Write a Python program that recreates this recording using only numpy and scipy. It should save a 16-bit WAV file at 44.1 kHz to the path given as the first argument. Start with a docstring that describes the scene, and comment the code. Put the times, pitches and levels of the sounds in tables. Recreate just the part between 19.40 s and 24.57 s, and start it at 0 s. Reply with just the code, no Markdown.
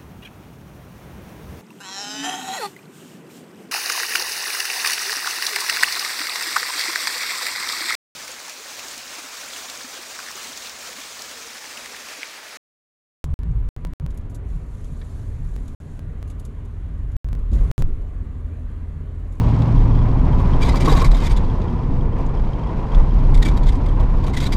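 """A plastic dashboard creaks in a pickup cab on a dirt road: noisy slip bursts ring resonances and carry a squeak.
Panels knock as resonant noise plus a sine; a loose part ticks, trim crackles in pings, stones click below.
An eight-cylinder engine hums in sine orders and sinks as it shifts up and eases off.
Ruts swell a low body boom, bumps drum the floor, and tyres rumble, roar and hiss as shaped noise."""
import sys
import numpy as np
from scipy import signal
from scipy.fft import rfft, irfft, next_fast_len
from scipy.io import wavfile
from scipy.ndimage import uniform_filter1d, minimum_filter1d, map_coordinates

SR = 44100
rng = np.random.default_rng(int(sys.argv[2]) if len(sys.argv) > 2 else 0)


def materialize(psi):
    """Save the field psi as 16-bit PCM at rate SR to the path in sys.argv[1].

    A 1-D psi becomes a single channel; in a 2-D psi each row is a channel.
    """
    bounded = np.clip(np.atleast_2d(psi).T, -1, 1)
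    quanta = np.round(bounded * 32767).astype(np.int16)
    wavfile.write(sys.argv[1], SR, quanta)


N = 227952

# Ground under the tyres: t/s, tread roar level/dB, gravel hiss level/dB, axle rumble level/dB
ROAD_LEVELS = [(0, -32, -47.5, -25), (0.75, -33.5, -53, -23.5), (1.3, -28.5, -46.5, -21.5),
               (1.8, -32.5, -48, -24), (2.3, -35.5, -54.5, -23), (2.7, -37, -58, -24),
               (3.05, -34.5, -55, -24.5), (3.55, -35, -54, -26), (3.9, -34, -51.5, -22.5),
               (4.5, -35, -54.5, -25.5), (5.17, -34.5, -51, -23)]
# Loose gravel patches: t/s, length/s, rise of roar and hiss/dB
GRAVEL_PATCHES = [(1.453, 0.15, 5.5), (2.784, 0.034, 6), (3.535, 0.089, 5), (4, 0.15, 2.5), (4.59, 0.05, 3)]
GRAVEL_EDGE_S = 0.068
# Axle rumble spectrum: f/Hz, relative level/dB
RUMBLE_SPECTRUM = [(10, -60), (42, -11.5), (58, 3.5), (80, -2.5), (105, -5), (135, 1), (190, -5.5),
                   (260, -9), (350, -14.5), (500, -18.5), (900, -59), (2000, -120)]
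# Tread roar spectrum, also the thud of knocks: f/Hz, relative level/dB
ROAR_SPECTRUM = [(150, -30.5), (330, 3.5), (480, 1), (650, 1), (820, 0.5), (990, 4.5), (1120, -1.5),
                 (1300, -8.5), (1700, -14), (2400, -17.5), (4000, -39), (8000, -62.5), (14000, -120)]
# Gravel hiss spectrum, also dry clicks: f/Hz, relative level/dB
HISS_SPECTRUM = [(700, -35), (2000, 4), (3300, 4), (5000, -1.5), (6500, -7), (8500, -14), (10000, -19),
                 (12000, -19.5), (15000, -50)]

# Steady rocking of the body: t/s, level/dB
ROCKING_LEVELS = [(0, -15), (0.2, -26.5), (0.5, -14.5), (2.0, -17), (2.35, -26.5), (2.5, -16.5),
                  (3.05, -18), (3.2, -24), (3.48, -22), (3.7, -12), (4.5, -12), (5.17, -18)]
# Ruts that make the body boom: peak t/s, level/dB
RUT_HITS = [(0.369, -9), (1.411, -8), (1.55, -6.5), (1.69, -8), (1.889, -9.5), (2.18, -22), (2.561, -17),
            (3.569, -4), (3.87, -9), (3.99, -5.5), (4.61, -7), (5.051, -11.5)]
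RUT_RISE_DB_PER_S, RUT_FALL_DB_PER_S = 332, 136.5
# Body shudder spectrum: f/Hz, relative level/dB
SHUDDER_SPECTRUM = [
    (6, -25.5), (18, 7.0), (30, 2.0), (42, 5.0), (65, -7.5),
    (90, -14.0), (128, -12.0), (170, -20.0), (500, -66.5), (1000, -120)]
# Suspension bumps drumming the floor: t/s, level/dB, f/Hz
FLOOR_THUMPS = [(1.125, -18.5, 276), (1.46, -20, 303.3), (2.49, -26, 262), (4.05, -25, 306),
                (4.355, -23, 263)]

# Engine speed and load: t/s, cycle rate/Hz, level/dB
ENGINE_COURSE = [(0, 14.15, -28), (0.45, 14.25, -28), (0.75, 14.05, -28.5), (1.0, 13.75, -28),
                 (1.25, 13.4, -27.5), (1.55, 13.25, -27), (1.7, 12.9, -33), (1.87, 10.45, -35),
                 (2.3, 10.28, -36.5), (2.7, 10.2, -38), (2.9, 12.1, -39), (3.5, 11.7, -37),
                 (4.2, 11.05, -35), (5.17, 11.2, -38)]
# Orders from uneven cylinders: multiple of cycle rate, relative level/dB
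BURBLE_ORDERS = [(4, 0), (5, 4), (6, -8), (7, -9.5), (9, -6), (10, -1), (11, 0.5), (12, -10), (13, -7),
                 (14, -13), (15, -8.5), (16, -12), (18, -12.5), (19, -15), (20, -18.5), (24, -18.5),
                 (27, -18), (29, -24.5)]
# Cab air resonances: f/Hz, width/Hz, gain/dB
CAB_AIR_MODES = [(114.13, 3.17, 10.5), (85.2, 4.9, 10.5)]
# Exhaust pipe resonances: f/Hz, width/Hz, gain/dB
PIPE_MODES = [(90.2, 4.4, 10.5), (250.6, 4.3, 6), (266, 6.3, 11)]

# Stones flicked at the underside: t/s, relative level/dB, ring f/Hz
STONE_HITS = [(0.219, -29, 3770), (0.996, -35.5, 3520), (2.0455, -36.5, 4086), (2.217, -34, 3510),
              (2.862, -36.5, 6800), (2.9482, -40.5, 5300), (3.547, -30, 3450), (4.598, -33, 3470)]
# Underfloor dulling: f/Hz, gain/dB
FLOOR_FILTER = [(7000, 0.5), (14000, -6)]

# Clear taps of the loose part: t/s, relative level/dB
CLEAR_TICKS = [(0.1394, -49), (0.379, -38.5), (0.516, -42), (0.551, -43.5), (0.589, -43), (0.613, -44),
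               (0.782, -44), (0.9295, -38), (1.134, -34), (2.1, -41), (2.283, -42), (2.389, -45),
               (2.434, -43.5), (2.61, -42), (2.893, -45), (2.9725, -42), (3.087, -50), (3.133, -41),
               (3.236, -40.5), (3.272, -41.5), (3.518, -36.5), (3.7086, -41)]
FAINT_TICKS_PER_S, FAINT_TICK_DB = 6.3, -49.5
# Ring of the loose metal part: f/Hz, relative level/dB, t60/s
TRINKET_MODES = [(3220, 3, 0.03), (4430, -13.5, 0.014), (4960, -6.5, 0.018)]

# Panel knocks: t/s, relative level/dB, ring f/Hz, ring power share/1
PANEL_KNOCKS = [(0.997, -23, 1100, 0.7), (1.25, -22.5, 1060, 0.4), (1.285, -15.5, 933, 0.4),
                (1.341, -13.5, 1020, 0.8), (1.455, -18, 700, 0), (1.476, -7.5, 1095, .55),
                (1.5, -17.5, 1100, .3), (1.52, -8.5, 447, 0.5), (1.534, -15, 1150, 0.2),
                (1.549, -11.5, 1120, .4), (1.57, -13.5, 1105, 0.5), (1.617, -7.5, 1043, 0.7),
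                (1.635, -13.5, 1116, .6), (2.785, -28.5, 1060, 0.6), (4.171, -20, 990, .4),
                (4.601, -21, 1105, 0.6), (4.878, -19.5, 995, 0.5), (5.088, -23, 1010, 0.6)]
# Padded panel resonances: f/Hz, width/Hz, relative level/dB
PANEL_MODES = [(302, 50, 6), (459, 97, 8.5), (730, 110, -2.5), (970, 71, 2.5), (1070, 56, 9.5),
               (1390, 110, -6.5), (1650, 130, -23.5)]

# Crackling of strained trim: t/s, length/s, relative level/dB
TRIM_STRAINS = [(1.238, 0.076, -41), (1.491, .13, -37), (1.638, 0.036, -46.5), (1.76, .11, -47.5),
                (4.967, .11, -44)]
# Crackle tone: f/Hz, gain/dB
CRACKLE_FILTER = [(700, -10), (1800, -3), (7000, -2.5), (14000, -13.5)]

# Dashboard creaks: t/s, rise/s, length before decay/s, relative level/dB, squeak f/Hz, squeak power share/1
CREAK_BURSTS = [(1.205, 0.026, 0.029, -27, 2335, 0.63), (1.243, 0.0036, .034, -37, 2290, .05),
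                (1.281, 0.0089, .018, -30, 2038, 0.5), (1.319, .004, .009, -38, 2000, 0.5),
                (1.353, 0.0061, 0.023, -33.5, 2000, .15), (1.396, 0.014, 0.032, -33.5, 2350, 0.2),
                (1.443, 0.012, .023, -31.5, 2320, 0), (1.486, 0.0091, 0.027, -31.5, 3790, 0.5),
                (1.513, 0.0027, .024, -30.5, 3750, 0), (1.556, 0.0087, .02, -32.5, 3500, 0),
                (1.58, .005, 0.026, -35.5, 3750, 0.2), (1.603, 0.01, .018, -33, 2330, 0.4),
                (1.638, .01, 0.02, -30, 2330, .25), (1.661, 0.0033, 0.015, -37.5, 1990, .2),
                (1.705, 0.011, 0.016, -38.5, 3860, 0.2), (1.737, 0.0074, 0.019, -38, 3610, 0.3),
                (1.765, 0.0045, 0.023, -41, 3300, .12), (1.793, .012, 0.037, -40, 2530, .15),
                (1.829, 0.0064, 0.026, -35.5, 2450, .1), (1.853, 0.015, .018, -29.5, 3580, 0.1),
                (1.889, 0.021, 0.036, -37, 2290, 0.1), (1.96, 0.0082, .014, -33.5, 3450, .4),
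                (3.941, 0.0037, 0.011, -36.5, 3535, 0.1), (3.967, .008, 0.013, -40.5, 2060, .15),
                (4.019, 0.0055, 0.011, -28, 1865, 0.4), (4.047, 0.0054, 0.021, -30.5, 2274, 0.4),
                (4.075, 0.0049, 0.017, -33.5, 2317, 0.3), (4.111, .003, .006, -46, 2230, 0.2),
                (4.168, 0.0038, 0.0074, -37.5, 3820, 0.3), (4.231, 0.0018, 0.0048, -39.5, 2200, .2),
                (4.251, .02, .027, -43, 3450, 0.2), (4.279, 0.011, .013, -32.5, 2014, 0.3),
                (4.319, .004, 0.0076, -40, 2180, .1), (4.353, .003, .007, -44, 2130, 0),
                (4.459, 0.0024, .007, -44, 2100, 0.3), (4.483, 0.0037, 0.0077, -44.5, 2130, .2),
                (4.838, 0.0016, .007, -44, 3800, 0), (4.86, 0.0072, 0.014, -41, 3930, 0.15),
                (4.894, .003, 0.0052, -43.5, 3730, 0), (4.929, .012, 0.02, -36, 2010, .2),
                (4.963, 0.0063, 0.022, -28.5, 2000, 0.6), (4.998, 0.0065, .016, -32, 3710, 0.4),
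                (5.016, 0.01, 0.027, -34.5, 3900, .22), (5.047, 0.018, 0.025, -30, 3960, 0.4),
                (5.119, 0.0068, 0.02, -29.5, 2320, .13), (5.157, .005, .012, -37.5, 3690, 0.07)]
# Dashboard plastic resonances: f/Hz, width/Hz, mean level/dB
DASH_MODES = [(2060, 210, -1), (2270, 89, 2.5), (3290, 320, 0), (3705, 320, 7.5), (4000, 60, -4.5),
              (4640, 130, 4), (5360, 72, -11), (6330, 200, -17), (6820, 130, -7), (7980, 170, -10.5),
              (8500, 170, -17), (11830, 220, -31)]
# Rubbing plastic spectrum: f/Hz, relative level/dB
SCRAPE_SPECTRUM = [(400, -33), (1100, 8.5), (2200, 9.5), (2800, 0), (4200, -8.5), (6000, 0.5), (8300, -1),
                   (10000, -19), (12200, -23.5), (14000, -20), (15500, -42)]
# Dashboard tone: f/Hz, gain/dB
DASH_FILTER = [(5000, -1.0), (8000, -3.1), (12200, -1.5), (14000, -8), (15500, -27)]

TOP_HZ = 15200


def amp(db):
    """Decibels to gain."""
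    return 10 ** (np.asarray(db) / 20)


def unit(x):
    """Scale to rms 1."""
    return x / np.sqrt(np.mean(x ** 2) + 1e-20)


def curves(rows):
    """Interpolate each column after the time to one value per sample."""
    s, *cols = np.transpose(rows)
    return [np.interp(np.arange(N) / SR, s, col) for col in cols]


def wobble(knots_per_s):
    """Smooth random curve through normally distributed knots."""
    knots = rng.standard_normal(int(N * knots_per_s / SR) + 4)
    return map_coordinates(knots, [np.arange(N) * knots_per_s / SR])


def sine(phase):
    """Sine of rms 1."""
    return np.sqrt(2) * np.sin(phase)


def phase_of(hz):
    """Integrate frequency to phase in radians."""
    return 2 * np.pi * np.cumsum(hz) / SR


def filtered(x, response):
    """Apply a complex frequency response."""
    size = next_fast_len(len(x) + 8192)
    spectrum = rfft(x, size) * response(np.fft.rfftfreq(size, 1 / SR))
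    return irfft(spectrum, size)[:len(x)]


def coloured(x, points):
    """Filter by (f/Hz, level/dB) points, joined over log frequency."""
    f, db = np.transpose(points)
    return filtered(x, lambda hz: amp(np.interp(np.log(hz + 1), np.log(f), db)))


def resonate(x, modes):
    """Sum of band-pass resonances (f/Hz, width/Hz, level/dB)."""
    def response(f):
        return sum(amp(db) * 1j * f * w / (c * c - f * f + 1j * f * w) for c, w, db in modes)
    return filtered(x, response)


def swell(hz, modes):
    """Gain of a tone at hz inside (f/Hz, width/Hz, gain/dB) resonances."""
    return np.sqrt(sum(amp(db) ** 2 / (1 + (2 * (hz - c) / w) ** 2) for c, w, db in modes))


def noise(points):
    """Coloured noise of rms 1."""
    return unit(coloured(rng.standard_normal(N), points))


def add(track, s, sound):
    """Mix a sound into the track at time s."""
    part = track[max(round(s * SR), 0):][:len(sound)]
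    part += sound[:len(part)]


def tyres(rumble_share=0.44, hiss_db=-1, lumps_db=1.36, grit_db=2):
    """Axle rumble, lumpy tread roar and gritty hiss are shaped noises that swell on loose gravel."""
    tread_db, gravel_db, axle_db = curves(ROAD_LEVELS)
    t = np.arange(N) / SR
    loose_db = np.zeros(N)
    for s, length_s, db in GRAVEL_PATCHES:
        inside_s = np.minimum(t - s, s + length_s - t)
        loose_db += db * np.clip(inside_s / GRAVEL_EDGE_S + 0.5, 0, 1)
    rumble = amp(axle_db + rumble_share * loose_db) * noise(RUMBLE_SPECTRUM)
    lumpy = unit(amp(lumps_db * wobble(70)) * noise(ROAR_SPECTRUM))
    gritty = unit(amp(grit_db * wobble(250)) * noise(HISS_SPECTRUM))
    roar = amp(tread_db + loose_db) * lumpy
    hiss = amp(gravel_db + loose_db + hiss_db) * gritty
    return rumble + roar + hiss


def jostle():
    """Body motion: steady rocking plus, at each rut, a quick swell and slower fall."""
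    rocking_db, = curves(ROCKING_LEVELS)
    t = np.arange(N) / SR
    power = amp(rocking_db) ** 2
    for s, db in RUT_HITS:
        drop_db = np.maximum(RUT_RISE_DB_PER_S * (s - t), RUT_FALL_DB_PER_S * (t - s))
        power += amp(db - drop_db) ** 2
    return np.sqrt(power)


def body(boom_hz=31.73, drift_hz=6, shudder_db=-2.0, drone_hz=58, drone_drift_hz=2, drone_db=-13):
    """The cab sways on its mounts at one low, drifting resonance; shudder noise and a low drifting drone join
    it."""
    sway = sine(phase_of(boom_hz + drift_hz * wobble(10)))
    shudder = noise(SHUDDER_SPECTRUM)
    drone = sine(phase_of(drone_hz + drone_drift_hz * wobble(11)))
    return jostle() * unit(sway + amp(shudder_db) * shudder + amp(drone_db) * drone)


def thumps(rise_s=0.014, t60_s=0.14, floor_width_hz=30):
    """Each suspension bump swells and dies in one low, wavering floor resonance."""
    out, t = np.zeros(N), np.arange(SR // 4) / SR
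    for s, db, hz in FLOOR_THUMPS:
        phase = phase_of(hz + floor_width_hz / 2 * wobble(68.5)[:len(t)])
        swing = (1 - np.exp(-t / rise_s)) ** 2 * amp(-60 * t / t60_s)
        tone = np.sin(phase + rng.uniform(0, 2 * np.pi))
        add(out, s, amp(db) * swing / swing.max() * tone)
    return out


def engine(burble_db=-2, waver_db=1.26, phase_waver_rad=0.021):
    """Eight firings a cycle hum through cab air resonances; unequal cylinders add pipe-lifted orders."""
    cycle_hz, load_db = curves(ENGINE_COURSE)
    angle = phase_of(cycle_hz)

    def tone(order):
        """One engine order with random start and slight phase waver."""
        return sine(order * angle + rng.uniform(0, 2 * np.pi) + phase_waver_rad * wobble(5.6))

    hum = swell(8 * cycle_hz, CAB_AIR_MODES) * tone(8)
    burble = np.zeros(N)
    for order, db in BURBLE_ORDERS:
        lift = 1 + swell(order * cycle_hz, PIPE_MODES)
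        burble += amp(db + waver_db * wobble(5.4)) * lift * tone(order)
    return amp(load_db) * (hum + amp(burble_db) * burble)


def stones(click_db=-11, t60_s=0.032, width_hz=450, attack_s=0.00053):
    """Each stone is a dry noise click with a brief ring, dulled by the floor."""
    out, t = np.zeros(N), np.arange(SR // 20) / SR
    for s, db, hz in STONE_HITS:
        crack = rng.standard_normal(len(t))
        ring = unit(resonate(crack, [(hz, width_hz, 0)]))
        click = unit(coloured(crack, HISS_SPECTRUM)) + ring
        envelope = amp(db + click_db - 60 * t / t60_s) * (1 - np.exp(-t / attack_s))
        add(out, s, envelope * click)
    return coloured(out, FLOOR_FILTER)


def faint_ticks(spread_db=4.0):
    """Random faint taps of the trembling loose part: (t/s, relative level/dB)."""
    draws = rng.random((round(FAINT_TICKS_PER_S * N / SR), 2))
    return [(when * N / SR, FAINT_TICK_DB + spread_db * (2 * size - 1)) for when, size in draws]


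def ticks(tick_db=-3, attack_s=0.0003, click_db=-7, click_t60_s=0.015, detune=0.021):
    """The loose metal part taps: a dry noise click and a few fast-decaying sines."""
    out, t = np.zeros(N), np.arange(SR // 12) / SR
    for s, db in CLEAR_TICKS + faint_ticks():
        ring = np.zeros(len(t))
        for hz, level_db, t60_s in TRINKET_MODES:
            mode_hz = hz * rng.normal(1, detune)
            ring += amp(level_db - 60 * t / t60_s) * np.sin(2 * np.pi * mode_hz * t)
        dry_click = unit(coloured(rng.standard_normal(len(t)), HISS_SPECTRUM))
        click = amp(click_db - 60 * t / click_t60_s) * dry_click
        add(out, s, amp(db + tick_db) * (ring + click) * (1 - np.exp(-t / attack_s)))
    return out


def knocks(knock_db=-5, attack_s=0.0017, t60_s=0.058, detune=0.068, judder_db=4.5, thud_db=-5):
    """A padded panel judders on its frame: broad resonant crunch plus a ring that depends on the spot."""
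    out, t = np.zeros(N), np.arange(SR // 6) / SR
    for s, db, hz, share in PANEL_KNOCKS:
        judder = rng.standard_normal(len(t)) * amp(judder_db * wobble(400)[:len(t)])
        modes = [(c * rng.normal(1, detune), w, level_db) for c, w, level_db in PANEL_MODES]
        panel = unit(resonate(judder, modes))
        thud = unit(coloured(judder, ROAR_SPECTRUM))
        crunch = unit(panel + amp(thud_db) * thud)
        ring = sine(2 * np.pi * hz * t)
        envelope = amp(db + knock_db - 60 * t / t60_s) * (1 - np.exp(-t / attack_s))
        add(out, s, envelope * (np.sqrt(1 - share) * crunch + np.sqrt(share) * ring))
    return out


def crackle(pings_per_s=420, centre_hz=3100, spread=0.433, cycles=5, size_db=4):
    """Strained trim slips at many contact points, each a tiny ping of random pitch and size."""
    out, t = np.zeros(N), np.arange(SR // 60) / SR
    for s, length_s, db in TRIM_STRAINS:
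        patch = np.zeros(round(length_s * SR))
        for when, pitch, size in rng.random((round(pings_per_s * length_s), 3)):
            hz = centre_hz * np.exp(2 * spread * (2 * pitch - 1))
            ping = np.sin(2 * np.pi * hz * t) * np.exp(-hz * t / cycles)
            ping_db = size_db * min(-np.log(1 - size), 3)
            add(patch, when * length_s, amp(ping_db) * ping)
        add(out, s, amp(db) * unit(patch))
    return coloured(out, CRACKLE_FILTER)


def dashboard(slips_per_s=1200, scatter_db=4, hiss_gain=1.02, vary_db=5.0, detune=0.038, scrape_db=-3,
              creak_db=1, squeak_db=1, tail_s=0.0078, jitter=0.1, bend=0.01, chatter_db=2,
              second_db=-11, third_db=-20):
    """Each stick-slip creak is a run of tiny slips ringing the plastic, partly locked into a squeak."""
    out, t = np.zeros(N), np.arange(SR // 12) / SR
    for s, rise_s, length_s, db, hz, share in CREAK_BURSTS:
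        # friction builds up, then the joint lets go
        grip = np.clip(t / rise_s, 0, 1) * np.exp(-np.maximum(t - length_s, 0) / tail_s)
        sizes = amp(scatter_db * rng.standard_normal(len(t)))
        train = (rng.random(len(t)) < slips_per_s / SR) * sizes
        slips = unit(train - train.mean()) + hiss_gain * rng.standard_normal(len(t))
        # every contact point favours other modes
        modes = [(c * rng.normal(1, detune), w, level_db + vary_db * rng.standard_normal())
                 for c, w, level_db in DASH_MODES]
        ring = unit(resonate(slips, modes))
        scrape = unit(coloured(slips, SCRAPE_SPECTRUM))
        rub = unit(ring + amp(scrape_db) * scrape)
        # slow bend plus per-sample jitter roughens the pitch
        phase = phase_of(hz * (1 + bend * wobble(90)[:len(t)] + jitter * rng.standard_normal(len(t))))
        harmonics = sine(phase) + amp(second_db) * sine(2 * phase) + amp(third_db) * sine(3 * phase)
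        # the second grip factor keeps the squeak to firm contact
        squeak = grip * harmonics
        creak = amp(creak_db) * np.sqrt(1 - share) * rub + amp(squeak_db) * np.sqrt(share) * squeak
        add(out, s, amp(db) * grip * creak)
    return coloured(out * amp(chatter_db * wobble(300)), DASH_FILTER)


def cab(x, wet_db=-10, t60_s=0.028):
    """Glass and seats give a very short echo, a decaying noise tail."""
    t = np.arange(SR // 8) / SR
    tail = rng.standard_normal(len(t)) * amp(-60 * t / t60_s) * (t > 0.002)
    return x + amp(wet_db) * signal.fftconvolve(x, tail / np.linalg.norm(tail))[:N]


def scene():
    """Road, body and engine stay dry; trim and stones get the cab echo."""
    background = tyres() + body() + thumps() + engine()
    close = stones() + ticks() + knocks() + crackle() + dashboard()
    return (background + cab(close))[None]


def record(dry, ceiling=0.85, hold_s=0.0088):
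    """Ease the gain down around peaks above the ceiling, then cut everything from TOP_HZ up."""
    span = round(hold_s * SR)
    needed = np.minimum(1, ceiling / (np.abs(dry[0]) + 1e-9))
    gain = uniform_filter1d(minimum_filter1d(needed, 2 * span), span)
    return filtered(dry[0] * gain, lambda hz: hz < TOP_HZ)[None]


dry = scene()
out = record(dry)
materialize(out)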